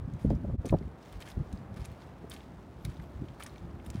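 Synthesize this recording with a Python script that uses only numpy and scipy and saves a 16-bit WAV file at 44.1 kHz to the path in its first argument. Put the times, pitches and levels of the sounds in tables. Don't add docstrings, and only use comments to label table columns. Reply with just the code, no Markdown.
import sys
import numpy as np
from scipy import signal
from scipy.fft import rfft, irfft
from scipy.io import wavfile
from scipy.ndimage import uniform_filter1d

SR = 44100
rng = np.random.default_rng(int(sys.argv[2]) if len(sys.argv) > 2 else 0)


def unload_audio(sound):
    columns = np.transpose(np.atleast_2d(sound))
    steps = np.round(np.clip(columns, -1, 1) * 32767)
    wavfile.write(sys.argv[1], SR, steps.astype(np.int16))


N = 176400
TIME = np.arange(N) / SR
BIN_HZ = np.arange(N // 2 + 1) * SR / N


def from_db(db):
    return 10 ** (np.asarray(db) / 20)


def rms_one(x):
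    return x / np.sqrt(np.mean(x ** 2) + 1e-20)


def fader(points):
    return from_db(np.interp(TIME, *np.transpose(points)))


def equalise(x, curve):
    hz, db = np.transpose(curve)
    return irfft(rfft(x) * from_db(np.interp(np.log(BIN_HZ + 1), np.log(hz), db)), N)


def noise(curve):
    return rms_one(equalise(rng.standard_normal(N), curve))


def drift(rate_hz):
    return rms_one(irfft(rfft(rng.standard_normal(N)) / (1 + (BIN_HZ / rate_hz) ** 2), N))


def envelope(start_s, length_s, attack_s, release_s):
    rise = np.clip((TIME - start_s) / attack_s + .5, 0, 1)
    return rise * np.exp(-np.clip((TIME - start_s - length_s) / release_s + 1, 0, 20))


def breeze():
    # time_s, level_db
    ride = [(0, -48.5), (.8, -43), (1.0, -53.5), (1.3, -48), (1.65, -43), (2.1, -49.5), (2.35, -48.5),
            (2.5, -47), (2.72, -47), (3.05, -46.5), (3.5, -48.5), (4, -44.5)]
    # freq_hz, gain_db
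    tone = [(20, -22), (35, -21), (60, 3), (100, -0.5), (140, 1), (220, -4), (400, -14), (900, -52)]
    return fader(ride) * noise(tone) * from_db(1.5 * drift(rate_hz=7.8))


def buffets():
    # start_s, length_s, level_db, upper_edge_hz
    eddies = [(.0, 0.061, -34.5, 141), (0.076, 0.1, -35.5, 223), (0.2477, 0.011, -18, 464),
              (0.258, 0.059, -24.5, 209), (0.304, 0.0049, -18.5, 680), (0.308, 0.031, -25.5, 462),
              (0.338, 0.029, -27, 191), (0.36, 0.096, -37, 260), (0.443, 0.014, -32, 604),
              (0.466, 0.15, -31.5, 194), (.483, 0.034, -36.5, 450), (0.495, .005, -27, 780),
              (0.536, 0.022, -28.5, 380), (0.582, 0.02, -23, 119), (0.648, 0.0047, -22.5, 476),
              (0.655, 0.023, -34, 557), (0.702, 0.032, -26.5, 214), (0.7256, 0.0087, -16.5, 735),
              (0.729, 0.018, -21, 187), (0.738, 0.011, -16.5, 716), (0.746, 0.019, -24.5, 350),
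              (0.766, 0.039, -39, 172), (0.811, 0.014, -33.5, 360), (.84, 0.049, -38.5, 210),
              (1.154, 0.039, -38.5, 135), (1.371, 0.014, -24.5, 258), (1.396, 0.033, -28.5, 228),
              (1.536, 0.019, -30, 197), (1.702, 0.036, -42, 190), (1.792, 0.037, -34, 134),
              (1.888, 0.045, -41.5, 177), (2.243, 0.0064, -34, 650), (2.847, 0.012, -29.5, 191),
              (2.873, 0.027, -31, 186), (2.985, 0.03, -36.5, 165), (3.152, 0.067, -40, 148),
              (3.209, 0.04, -34, 347), (3.269, 0.066, -44.5, 166), (3.611, 0.051, -40.5, 198),
              (3.741, 0.086, -41.5, 235), (3.873, 0.038, -37, 239), (3.949, 0.011, -27, 268),
              (3.977, 0.036, -33.5, 132)]
    out = np.zeros(N)
    for start_s, length_s, level_db, edge_hz in eddies:
        first = max(int(start_s * SR) - SR // 5, 0)
        span = slice(first, first + SR // 2)
        shape = envelope(start_s, length_s, attack_s=0.0027, release_s=0.0054)[span]
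        top_cut = signal.butter(4, edge_hz, fs=SR, output="sos")
        slope = signal.butter(1, 0.43 * edge_hz, fs=SR, output="sos")
        bass_cut = signal.butter(2, 23 + 0.15 * edge_hz, "high", fs=SR, output="sos")
        rumble = signal.sosfilt(np.vstack([top_cut, slope, bass_cut]), rng.standard_normal(SR))
        thud = rumble[-len(shape):] * uniform_filter1d(shape, size=90)
        out[span] += from_db(level_db) * thud * np.sqrt(np.sum(shape ** 2) / np.sum(thud ** 2))
    return out


def shore():
    # time_s, level_db
    ride = [(0, -51.5), (.9, -51.5), (1.4, -50), (2.1, -50.5), (2.65, -52.5), (3.3, -51.5), (4, -50.5)]
    # freq_hz, gain_db
    tone = [(30, -22), (150, -1.5), (340, 3.5), (450, 2), (650, 2), (1000, -2), (1500, -7.5), (2500, -17.5),
            (4000, -27.5), (8000, -58), (12000, -28.5), (16000, -68)]
    return fader(ride) * noise(tone)


def grit():
    # time_s, level_db
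    ride = [(0, -70), (.2, -63), (.42, -68.5), (.62, -64.5), (.76, -64.5), (.95, -68.5), (1.07, -57.5),
            (1.17, -61), (1.42, -65.5), (1.53, -61), (1.68, -68.5), (1.9, -61.5), (2.02, -62.5),
            (2.16, -66), (2.42, -61.5), (2.68, -67), (2.92, -60.5), (3.14, -64), (3.54, -61.5),
            (3.78, -66.5), (4, -60)]
    # freq_hz, gain_db
    tone = [(800, -13), (1800, 10), (3500, 8.5), (7000, 1.5), (11000, -4.5), (16000, 2.5)]
    crunch = from_db(2.5 * drift(rate_hz=260))
    return fader(ride) * rms_one(equalise(rng.standard_normal(N) * crunch, tone))


def pops():
    # start_s, level_db, pitch_hz
    pockets = [(.137, -54, 6450), (0.302, -49.5, 4850), (.352, -55.5, 6000), (.658, -43.5, 8300),
               (0.6628, -41.5, 6300), (.689, -42.5, 6750), (0.695, -38, 2550), (0.787, -54.5, 4500),
               (0.826, -54, 2050), (1.027, -57, 5100), (1.215, -54, 4200), (1.224, -40, 3140),
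               (1.276, -42.5, 1700), (1.289, -54, 6150), (1.266, -55, 2470), (1.317, -45.5, 4000),
               (1.528, -50, 6240), (1.575, -53.5, 4530), (1.8504, -41, 5200), (1.856, -41.5, 9000),
               (1.917, -54, 12500), (2.02, -51, 3470), (2.2982, -43, 8700), (2.3015, -38.5, 15000),
               (2.3125, -49.5, 3750), (2.317, -39.5, 3550), (2.338, -41, 10000), (2.342, -45, 3900),
               (2.364, -46.5, 3280), (2.406, -47.5, 2900), (2.8502, -37.5, 8250), (2.899, -60, 6860),
               (2.969, -55, 3680), (2.999, -44, 1940), (3.285, -49.5, 3200), (3.4, -48.5, 1770),
               (3.405, -36.5, 1304), (3.412, -45, 1370), (3.4095, -51, 4100), (3.4254, -40.5, 2960),
               (3.436, -35, 10800), (3.462, -44, 1820), (3.4645, -41, 6150), (3.495, -54, 4230),
               (3.559, -47.5, 2300), (3.581, -49.5, 3600), (3.711, -58.5, 4800), (3.799, -51, 2130),
               (3.8637, -44, 10500), (3.9029, -41, 7100), (3.972, -56, 2160)]
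    ring_cycles, ring_db, glide_share = 5.4, 3.5, 0.013
    spray_decay_s, spray_band_ratio = 0.0013, 1.37
    out, t = np.zeros(N + SR), np.arange(SR // 20) / SR
    for start_s, level_db, pitch_hz in pockets:
        decay = np.exp(-t * pitch_hz / ring_cycles)
        rising_hz = pitch_hz * (1 + glide_share * (1 - decay))
        ring = np.sin(2 * np.pi * np.cumsum(rising_hz) / SR) * decay
        edges_hz = [pitch_hz / spray_band_ratio, min(pitch_hz * spray_band_ratio, SR * .45)]
        band = signal.butter(2, edges_hz, "band", fs=SR, output="sos")
        spray = signal.sosfilt(band, rng.standard_normal(len(t))) * np.exp(-t / spray_decay_s)
        spray *= np.sqrt(spray_decay_s * SR / np.sum(spray ** 2))
        first = int(start_s * SR)
        out[first:first + len(t)] += from_db(level_db) * (from_db(ring_db) * ring + spray)
    return out[:N]


def grains(low_hz, high_hz, ring_cycles, tilt_db_per_octave):
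    grains_per_s, pitch_count, spread_db, clump_db = 4500, 12, 4, 5
    levelling_s = 0.014
    onsets = np.flatnonzero(rng.random(N) < grains_per_s / SR)
    sizes = from_db(spread_db * np.minimum(rng.exponential(1, N), 4)) * rng.choice([-1, 1], N)
    pitch_index = rng.integers(0, pitch_count, N)
    out = np.zeros(N)
    for k, hz in enumerate(np.geomspace(low_hz, high_hz, pitch_count)):
        hits = onsets[pitch_index[onsets] == k]
        clicks = np.full(N, 1e-18)
        clicks[hits] = sizes[hits]
        clumps = from_db(clump_db * drift(rate_hz=390))
        radius, angle = from_db(-60 * hz / (ring_cycles * SR)), 2 * np.pi * hz / SR
        rings = signal.lfilter([1, 0, -1], [1, -2 * radius * np.cos(angle), radius ** 2], clicks * clumps)
        out += from_db(tilt_db_per_octave * np.log2(hz / low_hz)) * rms_one(rings)
    return out / np.sqrt(uniform_filter1d(out ** 2, size=int(levelling_s * SR) + 1) + 1e-9)


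def squelches():
    # start_s, length_s, level_db, gurgle_trim_db
    presses = [(0.192, 0.073, -59, -9), (0.301, 0.0082, -50.5, -3.5), (0.658, 0.015, -47.5, -6.5),
               (0.67, 0.048, -52.5, -13), (1.128, 0.0096, -57, 1.5), (1.203, 0.028, -46, -8),
               (1.255, 0.026, -53.5, -1.5), (1.277, 0.047, -49.5, -10), (1.762, 0.023, -52.5, -3.5),
               (1.796, 0.041, -57.5, -3.5), (1.844, 0.012, -52.5, -0.5), (2.002, 0.041, -73, 8),
               (2.305, 0.054, -50, -6), (2.362, 0.039, -58.5, -5.5), (2.847, 0.008, -47.5, -4),
               (2.893, 0.033, -67, 6.5), (3.398, 0.018, -44.5, -11.5), (3.422, 0.03, -49, -8),
               (3.461, 0.023, -50.5, -5.5), (3.518, 0.03, -73, 1), (3.847, 0.044, -56.5, -12),
               (3.933, 0.06, -61.5, 0.5)]
    fizz_db, gurgle_db, drain_db = -10, 2, 1
    fizz_power, gurgle_power = np.zeros(N), np.zeros(N)
    for start_s, length_s, level_db, gurgle_trim_db in presses:
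        press = envelope(start_s, length_s, attack_s=0.004, release_s=0.0064)
        drain = from_db(drain_db) * envelope(start_s, length_s, attack_s=0.004, release_s=0.032)
        power = (press ** 2 + drain ** 2) * from_db(level_db) ** 2
        fizz_power += power
        gurgle_power += power * from_db(gurgle_trim_db) ** 2
    fizz = np.sqrt(fizz_power) * grains(3550, 15000, ring_cycles=9.6, tilt_db_per_octave=5.5)
    gurgle = np.sqrt(gurgle_power) * grains(1120, 4000, ring_cycles=3.6, tilt_db_per_octave=-5)
    return from_db(fizz_db) * fizz + from_db(gurgle_db) * gurgle


def scatter(x):
    decay_s, send_db = 0.0036, -9
    t = np.arange(SR // 10) / SR
    decay = np.exp(-t / decay_s)
    tail = rng.standard_normal(len(t)) * decay * (1 - decay)
    return x + from_db(send_db) * signal.fftconvolve(x, tail / np.sqrt(np.sum(tail ** 2)))[:N]


def snaps():
    # start_s, level_db
    cracks = [(0.656, -40), (0.6805, -43), (0.7062, -42), (1.126, -43), (1.3017, -38), (1.527, -44),
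              (1.7425, -51), (1.8497, -45), (1.855, -41), (2.8505, -30), (3.4238, -42), (3.464, -43),
              (3.8631, -44), (3.9018, -38.5)]
    # freq_hz, gain_db
    tone = [(500, -14), (1500, 3), (3500, 4.5), (9000, -5.5), (16000, -2)]
    bursts = sum(from_db(level_db) * envelope(start_s, 0, attack_s=0.00015, release_s=0.0019)
                 for start_s, level_db in cracks)
    return np.e * bursts * noise(tone)


def high_hiss():
    # start_s, length_s, level_db
    swells = [(2.814, 0.065, -67), (3.005, 0.055, -67), (3.06, 0.14, -79)]
    centre_hz, half_width_hz = 12600, 335
    edges_hz = [centre_hz - half_width_hz, centre_hz + half_width_hz]
    band = signal.butter(2, edges_hz, "band", fs=SR, output="sos")
    hiss = rms_one(signal.sosfilt(band, rng.standard_normal(N)))
    return hiss * sum(from_db(level_db) * envelope(start_s, length_s, attack_s=0.03, release_s=0.025)
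                      for start_s, length_s, level_db in swells)


def hum():
    # time_s, pitch_hz, level_db
    path = [(0, 355.7, -92), (2.8, 355, -62), (3.1, 351.2, -58), (3.42, 344, -63), (3.74, 343.8, -52),
            (3.9, 337, -65), (4, 343, -61)]
    time_s, pitch_hz, level_db = np.transpose(path)
    tone = np.sqrt(2) * np.sin(2 * np.pi * np.cumsum(np.interp(TIME, time_s, pitch_hz)) / SR)
    return tone * from_db(np.interp(TIME, time_s, level_db) - 2 * drift(rate_hz=12))


def scene():
    steps = scatter(squelches() + pops() + snaps()) + grit()
    wind = breeze() + buffets()
    bed = high_hiss() + shore() + hum()
    return (steps + wind + bed)[None]


def record(dry):
    # freq_hz, gain_db
    response = [(22, -40), (45, -0.5), (300, -3), (6000, -5), (7500, -5.5), (9800, -4), (11800, -10.5),
                (13400, -12), (15000, -7.5), (16000, -15)]
    dip_at_s, dip_width_s, dip_db = 0.573, 0.013, -22.5
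    cutoff_hz = 16000
    dip = from_db(dip_db * np.exp(-np.abs(TIME - dip_at_s) / dip_width_s))
    top_cut = signal.ellip(12, .1, 80, cutoff_hz, fs=SR, output="sos")
    return signal.sosfilt(top_cut, equalise(dry, response) * dip)


dry = scene()
out = record(dry)
unload_audio(out)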